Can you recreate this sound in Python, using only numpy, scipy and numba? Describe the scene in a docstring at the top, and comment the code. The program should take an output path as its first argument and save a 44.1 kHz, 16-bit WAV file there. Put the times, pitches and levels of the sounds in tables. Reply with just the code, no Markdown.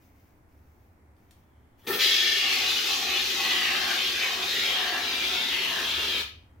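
"""Foam sprayed into a rubber mask

A workshop with a low ventilation hum. The can is a little left of a stereo pair, far enough off that
the room's brief ring is about as loud as the direct sound. After faint swells of hiss, a finger ticks on
the nozzle and the valve leaks, then opens with a wet spit. The jet hisses through a straw for four
seconds and stops at once. As the straw moves about, the gaps and the hollow of the mask colour it."""
import sys
import numpy as np
from scipy import signal
from scipy.fft import rfft, irfft, next_fast_len
from scipy.io import wavfile
from numba import njit

SR = 44100
rng = np.random.default_rng(int(sys.argv[2]) if len(sys.argv) > 2 else 0)


def inscribe(sig):
    """Save sig as 16-bit PCM at rate SR to the path in sys.argv[1].

    A 1-D sig is mono; a 2-D sig holds one channel per row.
    Samples are clipped to [-1, 1] before scaling.
    """
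    pcm = np.round(np.clip(np.atleast_2d(sig).T, -1, 1) * 32767)
    wavfile.write(sys.argv[1], SR, pcm.astype(np.int16))


N = 291060

# Event levels are at the source, ahead of the room; spectra and modes give only a shape.
# room tone of moving air: frequency_hz, level_db
AIR_SPECTRUM = [(25, -3), (50, -7), (110, 1), (160, -8), (270, -3.5), (450, -13), (600, -14), (880, -14.5),
                (1150, -20), (2200, -24), (3000, -36.5), (4500, -38.5), (9000, -40), (15800, -38)]
# how alike that air is at the two microphones: frequency_hz, correlation
AIR_CORRELATION = [(30, .75), (80, 1), (300, .8), (1000, 0), (4000, 0), (12000, .1)]
# faint, brief swells of hiss before the spray: start_s, length_s, level_db
FAINT_SWELLS = [(-0.02, 0.078, -68), (0.14, 0.15, -74), (0.48, 0.36, -76), (1.165, 0.23, -76),
                (1.772, 0.1, -66)]
# their soft, high hiss: frequency_hz, level_db
FAINT_HISS_SPECTRUM = [(1000, -16), (2200, 5.5), (4000, -5), (6000, -1), (8500, -13), (12000, -5),
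                       (15000, -1)]
# finger on the nozzle: start_s, level_db
NOZZLE_TICKS = [(1.166, -66), (1.309, -49.5)]
# plastic click: frequency_hz, level_db
TICK_SPECTRUM = [(800, -22), (2000, 2), (3200, 4), (5000, -2), (9000, -4), (15000, -9)]
# first wet foam: frequency_hz, level_db
SPIT_SPECTRUM = [(100, -24.5), (200, -12), (310, -7.5), (400, 4), (490, -9), (680, -16.5), (880, -10.5),
                 (1050, -21.5), (1330, -5), (1550, -22), (1800, -2), (2080, -22.5), (6000, -32.5),
                 (15000, -20.5)]
# spurts of gas before the jet is steady: start_s, length_s, flow_db (0 is fully open)
VALVE_SPURTS = [(1.866, 0.022, -13), (1.923, 0.028, -10.5)]
# gas rushing from the straw: frequency_hz, level_db
RUSH_SPECTRUM = [(80, -43), (220, -24.5), (600, -17.5), (1000, -21), (1500, -13.5), (2000, -8), (2400, -1),
                 (3200, -1.5), (4100, -3), (4700, -8.5), (6000, -19), (7500, -35.5), (10000, -36)]
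# tiny bubbles bursting: frequency_hz, level_db
FIZZ_SPECTRUM = [(2500, -20), (4200, 1), (5000, 2), (6500, -1), (7200, -6), (8000, -12.5), (10000, -14.5),
                 (12000, -11.5), (14500, -13), (15800, -18.5)]
# modes of the bare rubber wall under the jet: pitch_hz, width_hz, level_db
WALL_MODES = [(1360, 19, -16), (1804, 37, -2), (2136, 99, -6.5), (2690, 57, -7.5), (3284, 100, 3.5),
              (3870, 174, -7.5), (4890, 440, -11.5)]
# foam churning in the mask: frequency_hz, level_db
CHURN_SPECTRUM = [(50, -19.5), (110, -6), (170, 4), (300, 2.5), (480, -2), (610, -6), (900, -5), (1400, 2),
                  (2200, -3), (4000, -12)]
# modes of the mask's shell: pitch_hz, width_hz, level_db
SHELL_MODES = [(264, 29.3, -4.5), (360.3, 22, -2.5), (379.8, 34, 2.5), (427.5, 31, -5), (510, 50, -8.5),
               (887, 29, -5), (1297, 32, -2), (1380, 44, -7)]
# air pockets around the straw's tip: start_s, length_s, level_db, first_hz, last_hz
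AIR_POCKETS = [(1.99, 0.27, -32, 4130, 3200), (2.36, 0.19, -30.5, 2720, 2780),
               (2.6, 0.15, -33.5, 3700, 3630), (3.08, 0.12, -33.5, 2580, 2300),
               (3.48, 0.26, -29.5, 3300, 2420), (3.98, 0.12, -30.5, 3007, 3230),
               (4.18, 0.091, -30.5, 2400, 2280), (4.47, 0.15, -30.5, 3825, 3700),
               (4.66, 0.17, -29.5, 3222, 3170), (5.19, 0.37, -33.5, 3270, 3880),
               (5.5, 0.23, -30.5, 2500, 3050), (5.83, 0.35, -32.5, 3370, 3100)]
# narrow gaps between straw and rubber: start_s, length_s, level_db, first_hz, last_hz
STRAW_GAPS = [(2.42, 0.24, -36, 2220, 2300), (3.42, 0.56, -33.5, 2020, 1570),
              (4.14, 0.16, -33.5, 1780, 1780), (4.49, 0.22, -32.5, 1690, 2400),
              (4.75, 0.25, -34.5, 1710, 1700), (5.48, 0.13, -33.5, 1960, 2108),
              (5.72, 0.1, -34, 1690, 1650)]
# the jet catches the mask's hollow: start_s, length_s, level_db
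HOLLOW_SWELLS = [(2.42, 0.33, -42), (2.88, 0.3, -38.5), (3.36, 0.63, -37), (4.205, 0.26, -39.5),
                 (4.693, 0.33, -39.5), (5.067, 0.083, -46), (5.27, 0.16, -48.5), (5.65, 0.21, -44.5)]
# the tip dips into the foam and chokes the rush: start_s, length_s, change_db
TIP_CHOKES = [(4.278, 0.14, -3), (4.92, 0.085, -4.5)]
# room sound against direct sound: frequency_hz, level_db
ROOM_SPECTRUM = [(150, -7), (400, -10.5), (1000, 1.5), (3000, 0.5), (8000, 2.5), (15000, 5.5)]
# room decay: frequency_hz, t60_s
ROOM_DECAY = [(200, 0.94), (800, 0.3), (3000, 0.42), (12000, 0.25)]
# left microphone minus right: frequency_hz, difference_db
LEFT_LEAN = [(200, 0.8), (700, 0.1), (1300, 1.9), (2400, 1.4), (4400, 3.5), (8100, 1), (10500, 0),
             (14000, 7)]

# the valve starts to leak, cracks open, is pressed fully and is let go
LEAK_S, CRACK_S, OPEN_S, SHUT_S = 1.22, 1.866, 1.985, 6.212
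SHUT_DB_PER_S = 745
TIME_S = np.arange(N) / SR


def from_db(db):
    """Decibels to gain."""
    return 10 ** (np.asarray(db) / 20)


def rms_one(x):
    """Scale to rms 1."""
    return x / np.sqrt(np.mean(x ** 2) + 1e-20)


def at_hz(points, hz):
    """Read a table on a log-frequency axis."""
    points_hz, values = np.transpose(points)
    return np.interp(np.log(np.maximum(hz, 1)), np.log(points_hz), values)


def colour(x, spectrum, power=1):
    """Filter a sound by a spectrum whose decibels are multiplied by power."""
    size = next_fast_len(x.shape[-1])
    gain = from_db(power * at_hz(spectrum, np.fft.rfftfreq(size, 1 / SR)))
    return irfft(rfft(x, size) * gain, size)[..., :x.shape[-1]]


def drift(rate_hz):
    """Smooth random wander; rms 1."""
    hz = np.fft.rfftfreq(N, 1 / SR)
    return rms_one(irfft(rfft(rng.standard_normal(N)) / (1 + (hz / rate_hz) ** 2), N))


def since(start_s):
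    """Seconds gone by since a moment; zero before it."""
    return np.maximum(TIME_S - start_s, 0)


def held(start_s, stop_s, attack_s, fall_db_per_s):
    """Attack, hold, and a steady fall in dB."""
    attack = np.minimum(since(start_s) / attack_s, 1)
    return attack * from_db(-np.minimum(fall_db_per_s * since(stop_s), 200))


def swell(start_s, length_s, fade_s):
    """Fade in, hold, fade out; half height at both ends."""
    inside_s = np.minimum(TIME_S - start_s, start_s + length_s - TIME_S)
    return np.clip(.5 + inside_s / fade_s, 0, 1)


def sweeps(rows, rest_db, rest_hz, fade_s):
    """Gain and pitch of a resonance that swells and glides once a row, then returns to rest."""
    power = from_db(rest_db) ** 2
    weighted_hz = power * rest_hz
    for start, length, db, first_hz, last_hz in rows:
        weight = (from_db(db) * swell(start, length, fade_s)) ** 2
        power += weight
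        weighted_hz += weight * np.interp(TIME_S, [start, start + length], [first_hz, last_hz])
    return np.sqrt(power), weighted_hz / power


def resonate(x, hz, width_hz):
    """One resonance with gain 1 at its peak."""
    radius = np.exp(-np.pi * width_hz / SR)
    feedback = [1, -2 * radius * np.cos(2 * np.pi * hz / SR), radius ** 2]
    return signal.lfilter(np.array([1, 0, -1]) * (1 - radius ** 2) / 2, feedback, x)


def body(x, modes):
    """Parallel modes, each filtered twice at double its width for dark valleys; rms 1."""
    return rms_one(sum(from_db(db) * resonate(resonate(x, hz, 2 * width), hz, 2 * width)
                       for hz, width, db in modes))


@njit
def glide(x, angle, radius):
    """A resonance whose centre moves."""
    y = np.zeros(len(x))
    for i in range(2, len(x)):
        drive = (1 - radius ** 2) / 2 * (x[i] - x[i - 2])
        y[i] = drive + 2 * radius * np.cos(angle[i]) * y[i - 1] - radius ** 2 * y[i - 2]
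    return y


def moving_band(x, hz, width_hz):
    """The moving resonance twice over, for steep flanks; rms 1."""
    angle, radius = 2 * np.pi * hz / SR, np.exp(-np.pi * width_hz / SR)
    return rms_one(glide(glide(x, angle, radius), angle, radius))


def grains(per_s, spread_db, hiss_db):
    """Random pops of uneven size, like bursting bubbles, in a smooth hiss; rms 1."""
    sizes = from_db(spread_db * np.minimum(rng.exponential(1, N), 5)) * rng.choice([-1, 1], N)
    pops = rms_one(sizes * (rng.random(N) < per_s / SR))
    return rms_one(pops + from_db(hiss_db) * rng.standard_normal(N))


def ventilation(hum_hz=74.0, rumble_hz=66.6, rise_s=5.66):
    """A wavering hum and rumble, both louder near the end, under the even noise of moving air."""
    risen = np.minimum(since(rise_s) / 0.088, 1)
    hum = from_db(-60 + 7 * risen) * body(rng.standard_normal(N), [(hum_hz, 12, 0)])
    rumble = from_db(-73.5 + 2 * risen) * body(rng.standard_normal((2, N)), [(rumble_hz, 58, 0)])
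    correlation = np.clip(AIR_CORRELATION, 0, [SR, .99])
    side_spectrum = [(hz, 10 * np.log10((1 - alike) / (1 + alike))) for hz, alike in correlation]
    mid, side = rms_one(colour(rng.standard_normal((2, N)), AIR_SPECTRUM))
    air = mid + colour(side, side_spectrum) * [[1], [-1]]
    return hum + rumble + from_db(-61.5) * air


def faint_hiss():
    """Faint, brief swells of soft, high, grainy hiss come before the spray."""
    envelope = sum(from_db(db) * held(start, start + length, attack_s=0.015, fall_db_per_s=103)
                   for start, length, db in FAINT_SWELLS)
    hiss = grains(per_s=2500, spread_db=4.5, hiss_db=-1.5)
    return envelope * rms_one(colour(hiss, FAINT_HISS_SPECTRUM))


def ticks(t60_s=0.022):
    """A finger makes quickly damped clicks on the plastic nozzle."""
    envelope = sum((TIME_S >= start) * from_db(db - 60 * np.minimum(since(start) / t60_s, 3))
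                   for start, db in NOZZLE_TICKS)
    return envelope * rms_one(colour(rng.standard_normal(N), TICK_SPECTRUM))


def leak(pitch_hz=3170, width_hz=330, press_s=1.79):
    """A little gas sings through the barely pressed valve, louder once the finger presses harder."""
    envelope = sum(from_db(db) * held(start, CRACK_S, attack_s=0.058, fall_db_per_s=SHUT_DB_PER_S)
                   for start, db in [(LEAK_S, -83), (press_s, -66)])
    return envelope * body(rng.standard_normal(N), [(pitch_hz, width_hz, 0)])


def spit(length_s=0.095):
    """Coarse wet bubbles are pushed out ahead of the jet."""
    ooze = from_db(-21) * swell(CRACK_S - 0.025, 0.04, fade_s=0.02)
    burst = held(CRACK_S, CRACK_S + length_s, attack_s=0.012, fall_db_per_s=131.5)
    bubbles = grains(per_s=1100, spread_db=4, hiss_db=6)
    return from_db(-29.5) * (ooze + burst) * rms_one(colour(bubbles, SPIT_SPECTRUM))


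def valve(attack_s=0.007, fall_db_per_s=400):
    """Flow through the valve: it cracks open, spurts, opens fully and snaps shut."""
    cracked = from_db(-18.5) * held(CRACK_S, OPEN_S, attack_s, fall_db_per_s)
    spurts = [from_db(db) * held(start, start + length, attack_s, fall_db_per_s)
              for start, length, db in VALVE_SPURTS]
    fully_open = held(OPEN_S, SHUT_S, attack_s=0.022, fall_db_per_s=SHUT_DB_PER_S)
    return np.max([cracked, *spurts, fully_open], axis=0)


def stream():
    """The grainy flow of gas and foam that drives each resonance of the mask."""
    return grains(per_s=4000, spread_db=2.5, hiss_db=0)


def jet(choke, surge_s=0.1, rush_sag_db_per_s=0.9, fizz_sag_db_per_s=1.97):
    """Gas rushes and bubbles fizz out of the straw; both surge, then sag as the can loses pressure."""
    age_s = since(OPEN_S)
    surge = np.exp(-age_s / surge_s)
    rush_db = -27.5 - rush_sag_db_per_s * age_s + 7 * surge + 0.92 * drift(rate_hz=12)
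    fizz_db = -33.5 - fizz_sag_db_per_s * age_s + 6 * surge + drift(rate_hz=3.9)
    rush = from_db(rush_db) * rms_one(colour(stream(), RUSH_SPECTRUM))
    bubbles = grains(per_s=1100, spread_db=7, hiss_db=9.5)
    fizz = from_db(fizz_db) * rms_one(colour(bubbles, FIZZ_SPECTRUM))
    return choke * rush + choke ** 0.71 * fizz


def bare_wall(coated_s=2.33, fade_db_per_s=52):
    """The rubber wall rings under the jet until foam coats it."""
    return from_db(-26 - fade_db_per_s * since(coated_s)) * body(stream(), WALL_MODES)


def churning_foam(gap_gain, growth_db_per_s=2.56):
    """Foam churns louder as it gathers and as open gaps stir it; returns sound and gain."""
    gathered = from_db(-53 + growth_db_per_s * since(OPEN_S))
    gain = np.hypot(gathered, from_db(-15) * gap_gain)
    return gain * rms_one(colour(stream(), CHURN_SPECTRUM)), gain


def mask_shell(churn_gain):
    """The shell rings harder the more foam churns inside it."""
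    return from_db(-28) * churn_gain ** 0.28 * body(stream(), SHELL_MODES)


def air_pockets():
    """Pockets of air form around the straw's tip and ring brightly."""
    gain, pitch_hz = sweeps(AIR_POCKETS, rest_db=-41, rest_hz=3250, fade_s=0.034)
    return gain * moving_band(stream(), pitch_hz, width_hz=730)


def straw_gaps():
    """Narrow gaps open between straw and rubber and ring in the flow; returns sound and gain."""
    gain, pitch_hz = sweeps(STRAW_GAPS, rest_db=-45.5, rest_hz=1710, fade_s=0.095)
    return gain * moving_band(stream(), pitch_hz, width_hz=456), gain


def mask_hollow(first_hz=808.5, sag_hz_per_s=32.5, second_db_per_s=1.5):
    """The jet sounds two modes of the hollow; as it fills, both sink and the second gains."""
    age_s = since(OPEN_S)
    swells = sum(from_db(db) * swell(start, length, fade_s=0.063) for start, length, db in HOLLOW_SWELLS)
    pitch_hz = first_hz - sag_hz_per_s * age_s
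    first_mode = from_db(-4.5) * moving_band(stream(), pitch_hz, width_hz=123)
    second_gain = from_db(-8.5 + second_db_per_s * age_s)
    second_mode = second_gain * moving_band(stream(), 1.443 * pitch_hz, width_hz=244)
    return (from_db(-46) + swells) * (first_mode + second_mode)


def shifting_walls(x, share, count=5, sway_s=0.0003046):
    """Echoes off the mask's walls and the hands, whose paths change as the can moves."""
    samples = np.arange(N)
    lags_s = [lag + sway_s * drift(rate_hz=1) for lag in np.geomspace(.001, .004, count)]
    echoes = sum((-1) ** k * np.interp(samples - SR * np.abs(lag), samples, x)
                 for k, lag in enumerate(lags_s))
    return (x + share * echoes) / np.sqrt(1 + count * share ** 2)


def mask_notch(x, hz=990, width_hz=150, filling_s=(2.9, 3.5)):
    """Between the hollow's two modes the sound nearly cancels; the dip eases as foam fills the mask."""
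    depth = np.interp(TIME_S, filling_s, [0.85, 0.41])
    return x - depth * resonate(x, hz, width_hz)


def spray():
    """The jet and all it stirs in the mask sputter together, as liquid and gas leave in uneven slugs."""
    choke = from_db(sum(db * swell(start, length, fade_s=0.043) for start, length, db in TIP_CHOKES))
    hiss = jet(choke)
    gaps, gap_gain = straw_gaps()
    churn, churn_gain = churning_foam(gap_gain)
    ringing = choke * air_pockets() + gaps + mask_hollow() + mask_shell(churn_gain) + bare_wall()
    sputter = from_db(0.59 * drift(rate_hz=21))
    return mask_notch(valve() * sputter * (shifting_walls(hiss + churn, share=0.33) + ringing))


def reflections(build_s=0.00071):
    """Dense echoes off the clutter, different at each microphone, lasting longest in the bass."""
    t, hz = TIME_S[:SR // 2], np.fft.rfftfreq(SR // 2, 1 / SR)
    edges_hz = [0, *np.geomspace(150, 12000, 8), SR]
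    spectrum = rfft(rng.standard_normal((2, len(t)))) * from_db(at_hz(ROOM_SPECTRUM, hz))
    tail = 0
    for low, high in zip(edges_hz, edges_hz[1:]):
        band = (hz >= low) & (hz < high)
        t60_s = at_hz(ROOM_DECAY, hz[band].mean())
        envelope = from_db(-60 * t / t60_s) * (1 - np.exp(-t / build_s))
        tail += irfft(spectrum * band, len(t)) * envelope / np.linalg.norm(envelope)
    return tail


def workshop(x, positions=18):
    """Direct sound plus the room; the can moves, so each stretch of time finds other reflections."""
    place = np.linspace(0, positions - 1, N)
    room = np.zeros((2, N + SR))
    for k in range(positions):
        near = np.flatnonzero(np.abs(place - k) < 1)
        crossfade = np.cos(np.pi / 2 * (place[near] - k))
        echoes = signal.fftconvolve((x[near] * crossfade)[None], reflections(), axes=1)
        room[:, near[0]:near[0] + echoes.shape[1]] += echoes
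    direct = np.array([shifting_walls(x, share=0.14) for microphone in "LR"])
    return direct + room[:, :N]


def scene():
    """The can is held a little left of the microphones, with the room tone all around."""
    at_microphones = workshop(spray() + spit() + ticks() + faint_hiss() + leak())
    placed_left = colour(at_microphones, LEFT_LEAN, power=np.array([[0.5], [-0.5]]))
    return from_db(-3) * placed_left + ventilation()


def record(dry, cutoff_hz=15850):
    """A steep low-pass takes off the very top."""
    return signal.sosfilt(signal.ellip(12, .1, 80, cutoff_hz, fs=SR, output="sos"), dry)


dry = scene()
out = record(dry)
inscribe(out)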